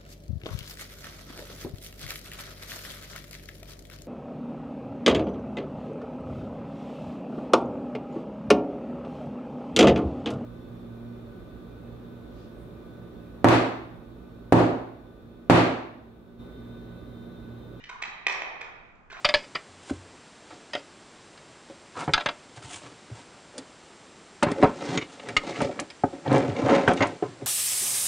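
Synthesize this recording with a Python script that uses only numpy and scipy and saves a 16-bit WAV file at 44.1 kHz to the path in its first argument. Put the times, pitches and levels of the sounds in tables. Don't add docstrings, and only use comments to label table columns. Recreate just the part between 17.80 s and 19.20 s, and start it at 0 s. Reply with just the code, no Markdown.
import sys
import numpy as np
from scipy import signal
from scipy.fft import rfft, irfft, next_fast_len
from scipy.io import wavfile

SR = 44100
rng = np.random.default_rng(int(sys.argv[2]) if len(sys.argv) > 2 else 0)


def boost_factor(decibels):
    exponent = np.asarray(decibels, float) / 20
    return 10 ** exponent


def store_wav(level_fs):
    pcm = np.round(np.clip(np.atleast_2d(level_fs), -1, 1) * 32767)
    wavfile.write(sys.argv[1], SR, pcm.T.astype(np.int16))


N = 61739

# f/Hz, level per Hz/dB
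HUM_COLOUR = [(20, 13), (45, -3), (85, -6.5), (200, -6), (500, -17.5), (1500, -16), (4000, -46),
              (9000, -47)]
# f/Hz, likeness (1 = same)
HUM_LIKENESS = [(25, 0.1), (150, 0.85), (500, 0.1)]
# t/s, hollow level/dB, plate f/Hz,
# plate level/dB, click level/dB
CONTACTS = [(-.12, -46.5, 1970, -36.5, -49), (0.0395, -40.5, 2994, -41.5, -60),
            (0.0923, -42.5, 1478, -37, -52.5), (0.097, -41, 1066, -35.5, -57),
            (.201, -57.5, 1150, -37.5, -94), (.2192, -43, 1285, -39.5, -52),
            (0.2219, -33.5, 1526, -46.5, -48.5), (0.2246, -27, 815, -32.5, -40.5),
            (0.2362, -30.5, 2037, -31.5, -61.5), (.4642, -60, 950, -47, -80),
            (0.4667, -15.5, 991, -24, -39), (0.4687, -20.5, 501, -26.5, -34.5),
            (0.4719, -22.5, 1165, -30, -76), (0.523, -37.5, 5526, -36, -52.5),
            (.6203, -24.5, 649.5, -28, -51.5), (.6715, -43.5, 764, -35, -101),
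            (0.8111, -35.5, 1172, -30, -52.5), (.816, -32.5, 486, -38.5, -56),
            (1.154, -78, 1020, -57.5, -77), (1.3008, -75, 1661, -39.5, -63),
            (1.3062, -71, 2925, -45.5, -63), (1.3159, -65, 1486, -37.5, -69),
            (1.3198, -60.5, 5900, -62, -59), (1.326, -61.5, 680, -39, -55), (1.369, -47, 600, -54, -83)]
# f/Hz, level/dB, time to fall 60 dB/s
TILE_HOLLOW = [(2023, 4, 0.0097), (2317, -13.5, .015), (2249, 5.5, 0.01), (2428, 3, 0.014),
               (2940, -1.5, 0.0067)]
# ratio to the plate pitch, level/dB
TILE_PLATE = [(0.799, -9), (1.002, 2.5), (1.198, -3), (1.45, -3.5)]
# f/Hz, level/dB, time to fall 60 dB/s
STEEL_MARBLE = [(3300, 4, 0.025), (3776, 8.5, 0.017), (4904, 4.5, 0.01), (5900, 2.5, 0.018),
                (7357, -5, 0.015), (9090, -2.5, 0.034), (14940, -25.5, .008)]
# delay t/s, level/dB, left lag t/s
CEILING_ECHOES = [
    (.0152, -5, .00007),
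    (.0302, -8, .00007),
    (.046, -15, .00015),
    (.061, -18, 0.00005),
]
# f/Hz, level/dB
ECHO_TONE = [(400, -6.5), (1200, 1.5), (2400, -4), (5000, -2), (9000, -10.5), (15000, -37)]
# f/Hz, time to fall 60 dB/s
ROOM_DECAY = [(150, 1.3), (500, 1.61), (1200, 0.97), (2500, 1.108), (5000, 0.69), (8500, 0.39),
              (15000, .25)]
# f/Hz, level/dB
ROOM_TONE = [(200, -4.5), (600, 0.5), (1200, 7), (2400, -4), (4000, -1.5), (7500, 0), (15000, -20)]
# f/Hz, likeness (1 = same, -1 = opposite)
ROOM_LIKENESS = [(150, 1), (350, 0.45), (700, 0.06), (2500, -0.043), (5000, 0.021), (9000, -0.34)]
# f/Hz, left over right level/dB
LEFT_OVER_RIGHT = [(200, -.5), (700, -2.5), (2500, -3), (4500, 0), (9000, -.7)]
# from t/s, to t/s, level/dB, base plate f/Hz
JOSTLES = [
    (1.32, 1.353, -48.5, 1412),
    (1.364, 1.405, -44, 822),
]
# f/Hz, level/dB
MICROPHONE = [(20, -5.5), (7000, 1.5), (8500, -7), (9600, -33.5), (14400, -50), (15000, -16),
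              (15900, -15.5), (16200, -60)]

HUM_DB = -53
PLATE_T60_S = 0.019
THUD_HZ, THUD_DB, THUD_T60_S = 421.3, -9, 0.025
CRACK_DB, CRACK_T60_S, ATTACK_S = 18, 0.013, 0.00044
SPREAD_DB, MARBLE_DETUNE = 1.5, 0.04
KNOCK_LOW_HZ = 260
CHATTER_DB, CHATTER_S = -4.5, 0.006
SEAT_DB = -39
LAG_TOP_HZ, LAG_S = 6800, 0.00008
ROOM_DB, BUILD_S = 3, 0.02
RATTLE_HOLLOW_DB, RATTLE_CLICK_DB = -7.5, -22
LEAD_S = 0.25


def along(points, hz):
    f, value = np.transpose(points)
    return np.interp(np.log(hz + 1), np.log(f + 1), value)


def filtered(x, response):
    size = next_fast_len(x.shape[-1] + SR // 4)
    spectrum = rfft(x, size) * response(np.fft.rfftfreq(size, 1 / SR))
    return irfft(spectrum, size)[..., :x.shape[-1]]


def paired(pair, alike):
    def shares(hz):
        turn = np.arccos(np.clip(along(alike, hz), -1, 1)) / 2
        return np.array([np.cos(turn), np.sin(turn)])

    mid, side = filtered(pair, shares)
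    return np.array([mid + side, mid - side])


def hum():
    noise = rng.standard_normal((2, N))
    coloured = filtered(noise, lambda hz: boost_factor(along(HUM_COLOUR, hz)) * (hz > 15))
    pair = paired(coloured, HUM_LIKENESS)
    return boost_factor(HUM_DB) * pair / pair.std()


def ring(modes, t, spread_db):
    hz, db, t60 = np.transpose(modes)[:, :, None]
    level = boost_factor(db + spread_db[:len(modes), None] - 60 * t / t60)
    return (level * np.sin(2 * np.pi * hz * t)).sum(0)


def crack(t):
    noise = rng.standard_normal(len(t)) * boost_factor(CRACK_DB - 60 * t / CRACK_T60_S)
    return filtered(noise, lambda f: (1j * f / (500 + 1j * f)) ** 2 / (1 + 1j * f / 3000))


def knock(hollow_db, plate_hz, plate_db, click_db):
    t = np.arange(SR // 10) / SR
    spread = rng.standard_normal((4, 8))
    plate_modes = [(ratio * plate_hz, db, PLATE_T60_S) for ratio, db in TILE_PLATE]
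    plate_modes.append((THUD_HZ, THUD_DB, THUD_T60_S))
    marble_modes = []
    for (hz, db, t60), u in zip(STEEL_MARBLE, spread[3]):
        marble_modes.append((hz * (1 + MARBLE_DETUNE * np.tanh(u)), db, t60))
    hollow = ring(TILE_HOLLOW, t, SPREAD_DB * spread[0])
    plate = ring(plate_modes, t, SPREAD_DB * spread[1])
    marble = ring(marble_modes, t, SPREAD_DB * spread[2])
    click = marble + crack(t)
    sound = boost_factor(hollow_db) * hollow + boost_factor(plate_db) * plate + boost_factor(click_db) * click
    sound = sound * (1 - np.exp(-t / ATTACK_S))
    return filtered(sound, lambda f: (1j * f / (KNOCK_LOW_HZ + 1j * f)) ** 2)


def chatter(sound, blow_db, count=4):
    when, size = rng.uniform(0, 1, (2, count))
    at = (SR * CHATTER_S * (np.arange(count) + when) / count).astype(int) + 20
    skips = np.zeros(SR // 20)
    skips[0] = 1
    skips[at] = boost_factor(CHATTER_DB - 3.96 * size - max(blow_db - SEAT_DB, 0))
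    return signal.fftconvolve(sound, skips)


def paths(hz):
    side = np.array([[.5], [-.5]]) / (1 + (hz / LAG_TOP_HZ) ** 4)

    def arrive(delay_s, db, lag_s):
        late = delay_s + abs(lag_s) + side * lag_s
        return boost_factor(db) * np.exp(-2j * np.pi * hz * late)

    echoes = sum(arrive(*echo) for echo in CEILING_ECHOES)
    return arrive(0, 0, LAG_S) + boost_factor(along(ECHO_TONE, hz)) * echoes


def room_tail():
    hz, t, z = signal.stft(rng.standard_normal((2, SR)), SR, nperseg=256)
    decay_db = 60 * t / along(ROOM_DECAY, hz)[:, None]
    build = 1 - np.exp(-(t / BUILD_S) ** 2)
    gain = boost_factor(along(ROOM_TONE, hz)[:, None] - decay_db) * build
    gain = gain * np.sqrt(2 * np.log(1000) / SR)
    return boost_factor(ROOM_DB) * signal.istft(z * gain, SR, nperseg=256)[1]


def rattle(count=6):
    rows = []
    for start, end, db, hz in JOSTLES:
        for k, (shift, force, pitch) in enumerate(rng.uniform(-0.18, 1, (count, 3))):
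            s = start + (end - start) * (k + .5 + 0.24 * shift) / count
            level = db + 3 * force
            plate_hz = hz * 1.6 ** pitch
            rows.append((s, level + RATTLE_HOLLOW_DB, plate_hz, level, level + RATTLE_CLICK_DB))
    return rows


def marbles():
    lead = round(LEAD_S * SR)
    near = np.zeros(lead + N + SR)
    room = np.zeros((2, lead + N + 2 * SR))
    for s, *levels in CONTACTS + rattle():
        sound = chatter(knock(*levels), levels[0])
        at = lead + round(s * SR)
        near[at:at + len(sound)] += sound
        tail = signal.fftconvolve(sound[None], room_tail(), axes=1)
        room[:, at:at + tail.shape[1]] += tail
    heard = filtered(near, paths) + paired(room[:, :len(near)], ROOM_LIKENESS)
    balanced = filtered(heard, lambda hz: boost_factor(along(LEFT_OVER_RIGHT, hz) * [[.5], [-.5]]))
    return balanced[:, lead:lead + N]


def scene():
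    return marbles() + hum()


def roll_off(x):
    return signal.sosfilt(signal.butter(12, 16200, fs=SR, output="sos"), x)


def record(dry):
    mix = filtered(dry, lambda hz: boost_factor(along(MICROPHONE, hz)))
    return roll_off(mix)


dry = scene()
out = record(dry)
store_wav(out)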